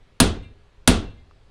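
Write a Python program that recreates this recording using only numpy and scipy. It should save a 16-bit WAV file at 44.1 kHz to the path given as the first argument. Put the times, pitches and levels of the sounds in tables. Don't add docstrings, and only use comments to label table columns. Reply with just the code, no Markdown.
import sys
import numpy as np
from scipy import signal
from scipy.io import wavfile
from scipy.ndimage import uniform_filter1d

SR = 44100
rng = np.random.default_rng(int(sys.argv[2]) if len(sys.argv) > 2 else 0)


def dump(signal):
    limited = np.clip(np.atleast_2d(signal).T, -1, 1)
    pcm = np.round(limited * 32767).astype(np.int16)
    wavfile.write(sys.argv[1], SR, pcm)


def convert_level_to_amplitude(level_db):
    exponent = np.asarray(level_db, float) / 20
    return 10 ** exponent


N = 66150

# (frequency [Hz], level [dB per Hz])
CRACK_COLOUR = [(200, -36), (600, -6.5), (1300, -1), (2300, -7), (3500, -0.5), (5500, -9.5), (8500, -9),
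                (11500, -22), (16500, -28)]


def hammer_crack(t):
    level_db, t60_s, rise_s = -1, 0.02816, 0.0003
    envelope = convert_level_to_amplitude(level_db - 60 * t / t60_s) * (1 - np.exp(-t / rise_s))
    burst = envelope * rng.standard_normal(len(t))
    click = np.linalg.norm(burst) * (t == 0)
    return coloured(burst, CRACK_COLOUR), coloured(click, CRACK_COLOUR)


# (frequency [Hz], level [dB], T60 [s])
STEEL_MODES = [(1660.1, -18, .07), (2090, -26, 0.067), (2714, -19.5, 0.084), (3359, -21, 0.073),
               (3544, -12, .045), (4186, -15, 0.033), (6220, -26, .05), (7500, -27, .06), (8813, -26.5, .2),
               (9636, -9, .05), (11200, -40, .12), (13250, -44, .16)]


def steel_ring(t, level_db):
    return ring(STEEL_MODES, t, level_db)


# (frequency [Hz], level [dB], T60 [s])
FLOOR_MODES = [(37.64, -21, 0.41), (84, -18, .35), (99.4, -16, .2), (176.09, -8, .17), (247.1, -1, .09),
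               (296.8, -13, .13), (324.78, -15, .11), (371, -16, .12), (422.55, -19, .13),
               (665.5, -20, .18), (942, -28, .1), (1102.6, -25, .11)]


def floor_thump(t, level_db):
    lag_s, rise_s = 0.0036, 0.002
    push_s, boom_lag_s, boom_db = 0.006, 0.012, 0
    late = np.maximum(t - lag_s, 0)
    thump = -(1 - np.exp(-late / rise_s)) * ring(FLOOR_MODES, late, level_db)
    push = convert_level_to_amplitude(boom_db) * thump * np.exp(-late / push_s)
    return thump, np.roll(push, round(boom_lag_s * SR))


def blow(room, strength_db, steel_db, thump_db):
    room_db, steel_room_db = -8.5, -6.5
    t = np.arange(SR) / SR
    crack, click = hammer_crack(t)
    steel = steel_ring(t, steel_db)
    thump, push = floor_thump(t, thump_db)
    into_room = convert_level_to_amplitude(room_db) * (click + convert_level_to_amplitude(steel_room_db) * steel) + push
    wet = signal.fftconvolve(into_room, room)[:SR]
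    return convert_level_to_amplitude(strength_db) * (crack + steel + thump + wet)


# (time [s], strength [dB], steel ring [dB], floor thump [dB])
BLOW_TIMES = [
    (.2014, 0, 0, -0.5),
    (.8755, 0, -0.5, 0),
]


def hammer_blows():
    shift = 0.4
    out, shared_room = np.zeros(N), room_response()
    for s, strength_db, steel_db, thump_db in BLOW_TIMES:
        room = np.sqrt(1 - shift ** 2) * shared_room + shift * room_response()
        add(out, s, blow(room, strength_db, steel_db, thump_db))
    return out


# (frequency [Hz], T60 [s])
ROOM_DECAY = [(40, .7), (120, 0.51), (200, .36), (550, .4), (1200, .34), (3000, .32), (6000, .27),
              (10000, .18), (16000, 0.11)]
# (frequency [Hz], level [dB per Hz])
ROOM_COLOUR = [(20, -0.5), (95, 5), (145, -6), (260, -3), (600, 3), (1300, 0), (4000, -0.5), (9000, 0),
               (16000, -3.5)]


def room_response():
    rise_s = 0.0036
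    t = np.arange(SR) / SR
    noise = coloured(rng.standard_normal(SR), ROOM_COLOUR)
    hz, when, z = signal.stft(noise, SR, nperseg=256, noverlap=192)
    decay = convert_level_to_amplitude(-60 * when / read(ROOM_DECAY, hz)[:, None])
    tail = signal.istft(z * decay, SR, nperseg=256, noverlap=192)[1][:SR]
    tail = (1 - np.exp(-t / rise_s)) * tail
    return tail / np.linalg.norm(tail)


# (frequency [Hz], level [dB], T60 [s])
TOOL_MODES = [(1669, -14.5, .5), (2100, -5, 0.2075), (2370, -4.5, 0.174), (2700, 1, 0.2239),
              (2867, -8, 0.1162), (3333, -11.5, 0.39), (3670, -4, 0.24), (4044, -16, .4),
              (4207.6, -8, 0.4121), (5100, -15, .07), (6154, -16, .07), (6750, -18, 0.05),
              (8300, -19.5, .12), (8660, -38, .15)]
# (time [s], level [dB], brightness [dB per octave])
TOOL_KNOCKS = [(.3, -56.5, 0), (.36, -56.5, 0), (.385, -55, -1.86), (.424, -55, 2.2), (.445, -56, -1),
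               (.975, -54.5, 0), (1.04, -53.5, 0.1), (1.075, -58.5, -0.19), (1.1, -59, 1.2),
               (1.14, -62.5, -0.11), (1.175, -63.5, 0.16)]


def loose_tools():
    spread_db, chatter_s = 2, 0.01
    out, t = np.zeros(N), np.arange(SR // 2) / SR
    octaves = np.log2(np.array(TOOL_MODES)[:, :1] / 2700)
    for s, level_db, bright_db in TOOL_KNOCKS:
        luck_db = spread_db * rng.standard_normal((len(TOOL_MODES), 1))
        rung = ring(TOOL_MODES, t, level_db + bright_db * octaves + luck_db)
        chatter = rng.standard_normal(len(t)) * np.exp(-t / chatter_s)
        add(out, s, signal.fftconvolve(rung, chatter / np.linalg.norm(chatter)))
    return out


# (time [s], level [dB], frequency [Hz], T60 [s])
DRY_TICK = (1.3112, -41, 1200, .01)


def dry_tick():
    out, t = np.zeros(N), np.arange(SR // 2) / SR
    s, level_db, hz, t60_s = DRY_TICK
    add(out, s, -convert_level_to_amplitude(level_db - 60 * t / t60_s) * np.sin(2 * np.pi * hz * t))
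    return out


# (frequency [Hz], level [dB per Hz])
HUSH_COLOUR = [(15, 0), (110, -9), (200, -21), (500, -23.5), (1200, -29), (4200, -35.5), (5200, -42.5),
               (10000, -52), (13000, -68)]
# (frequency [Hz], width [Hz], level over the hiss [dB])
HUM_LINES = [(413.4, 10, 9), (533, 12, 5), (1683, 10, 4.5)]


def room_tone():
    level_db, patch_db = -53, 1.5
    hz = np.fft.rfftfreq(2048, 1 / SR)
    real, imaginary, patches = rng.standard_normal((3, len(hz), N // 512 + 5))
    patches = uniform_filter1d(patches, size=16, axis=0)
    patches = evened(uniform_filter1d(patches, size=6, axis=1))
    colour_db = read(HUSH_COLOUR, hz)
    for line_hz, width_hz, line_db in HUM_LINES:
        colour_db = colour_db + line_db * np.exp(-((hz - line_hz) / width_hz) ** 2)
    z = (real + 1j * imaginary) * convert_level_to_amplitude(colour_db[:, None] + patch_db * patches)
    return convert_level_to_amplitude(level_db) * evened(signal.istft(z, nperseg=2048, noverlap=1536)[1][:N])


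def read(points, hz):
    f, value = np.transpose(points)
    return np.interp(np.log(hz + 1), np.log(f + 1), value)


def evened(x):
    return x / np.sqrt(np.mean(x ** 2) + 1e-20)


def add(mix, s, sound):
    part = mix[round(s * SR):][:len(sound)]
    part += sound[:len(part)]


def coloured(x, table):
    log_gain = np.log(convert_level_to_amplitude(read(table, abs(np.fft.fftfreq(8192, 1 / SR)))))
    taps = np.fft.ifft(np.exp(np.conj(signal.hilbert(log_gain)))).real[:4096]
    return signal.fftconvolve(x, taps / np.linalg.norm(taps))[:len(x)]


def ring(modes, t, extra_db=0):
    hz, level_db, t60_s = np.transpose(modes)[:, :, None]
    envelopes = convert_level_to_amplitude(level_db + extra_db - 60 * t / t60_s)
    return (envelopes * np.sin(2 * np.pi * hz * t)).sum(0)


def limited(x, hz):
    taps = signal.firwin(127, min(hz, 20000), window=("kaiser", 9), fs=SR)
    return signal.oaconvolve(x, taps[None], "same")


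def scene():
    return (hammer_blows() + loose_tools() + dry_tick() + room_tone())[None]


def roll_off(x):
    return signal.sosfilt(signal.butter(12, 17140, fs=SR, output="sos"), x)


def record(dry):
    clip_level, knee = 0.69, 5
    heard = limited(dry, 15700)
    clipped = heard / (1 + abs(heard / clip_level) ** knee) ** (1 / knee)
    finished = limited(clipped, 16600)
    return roll_off(finished)


dry = scene()
out = record(dry)
dump(out)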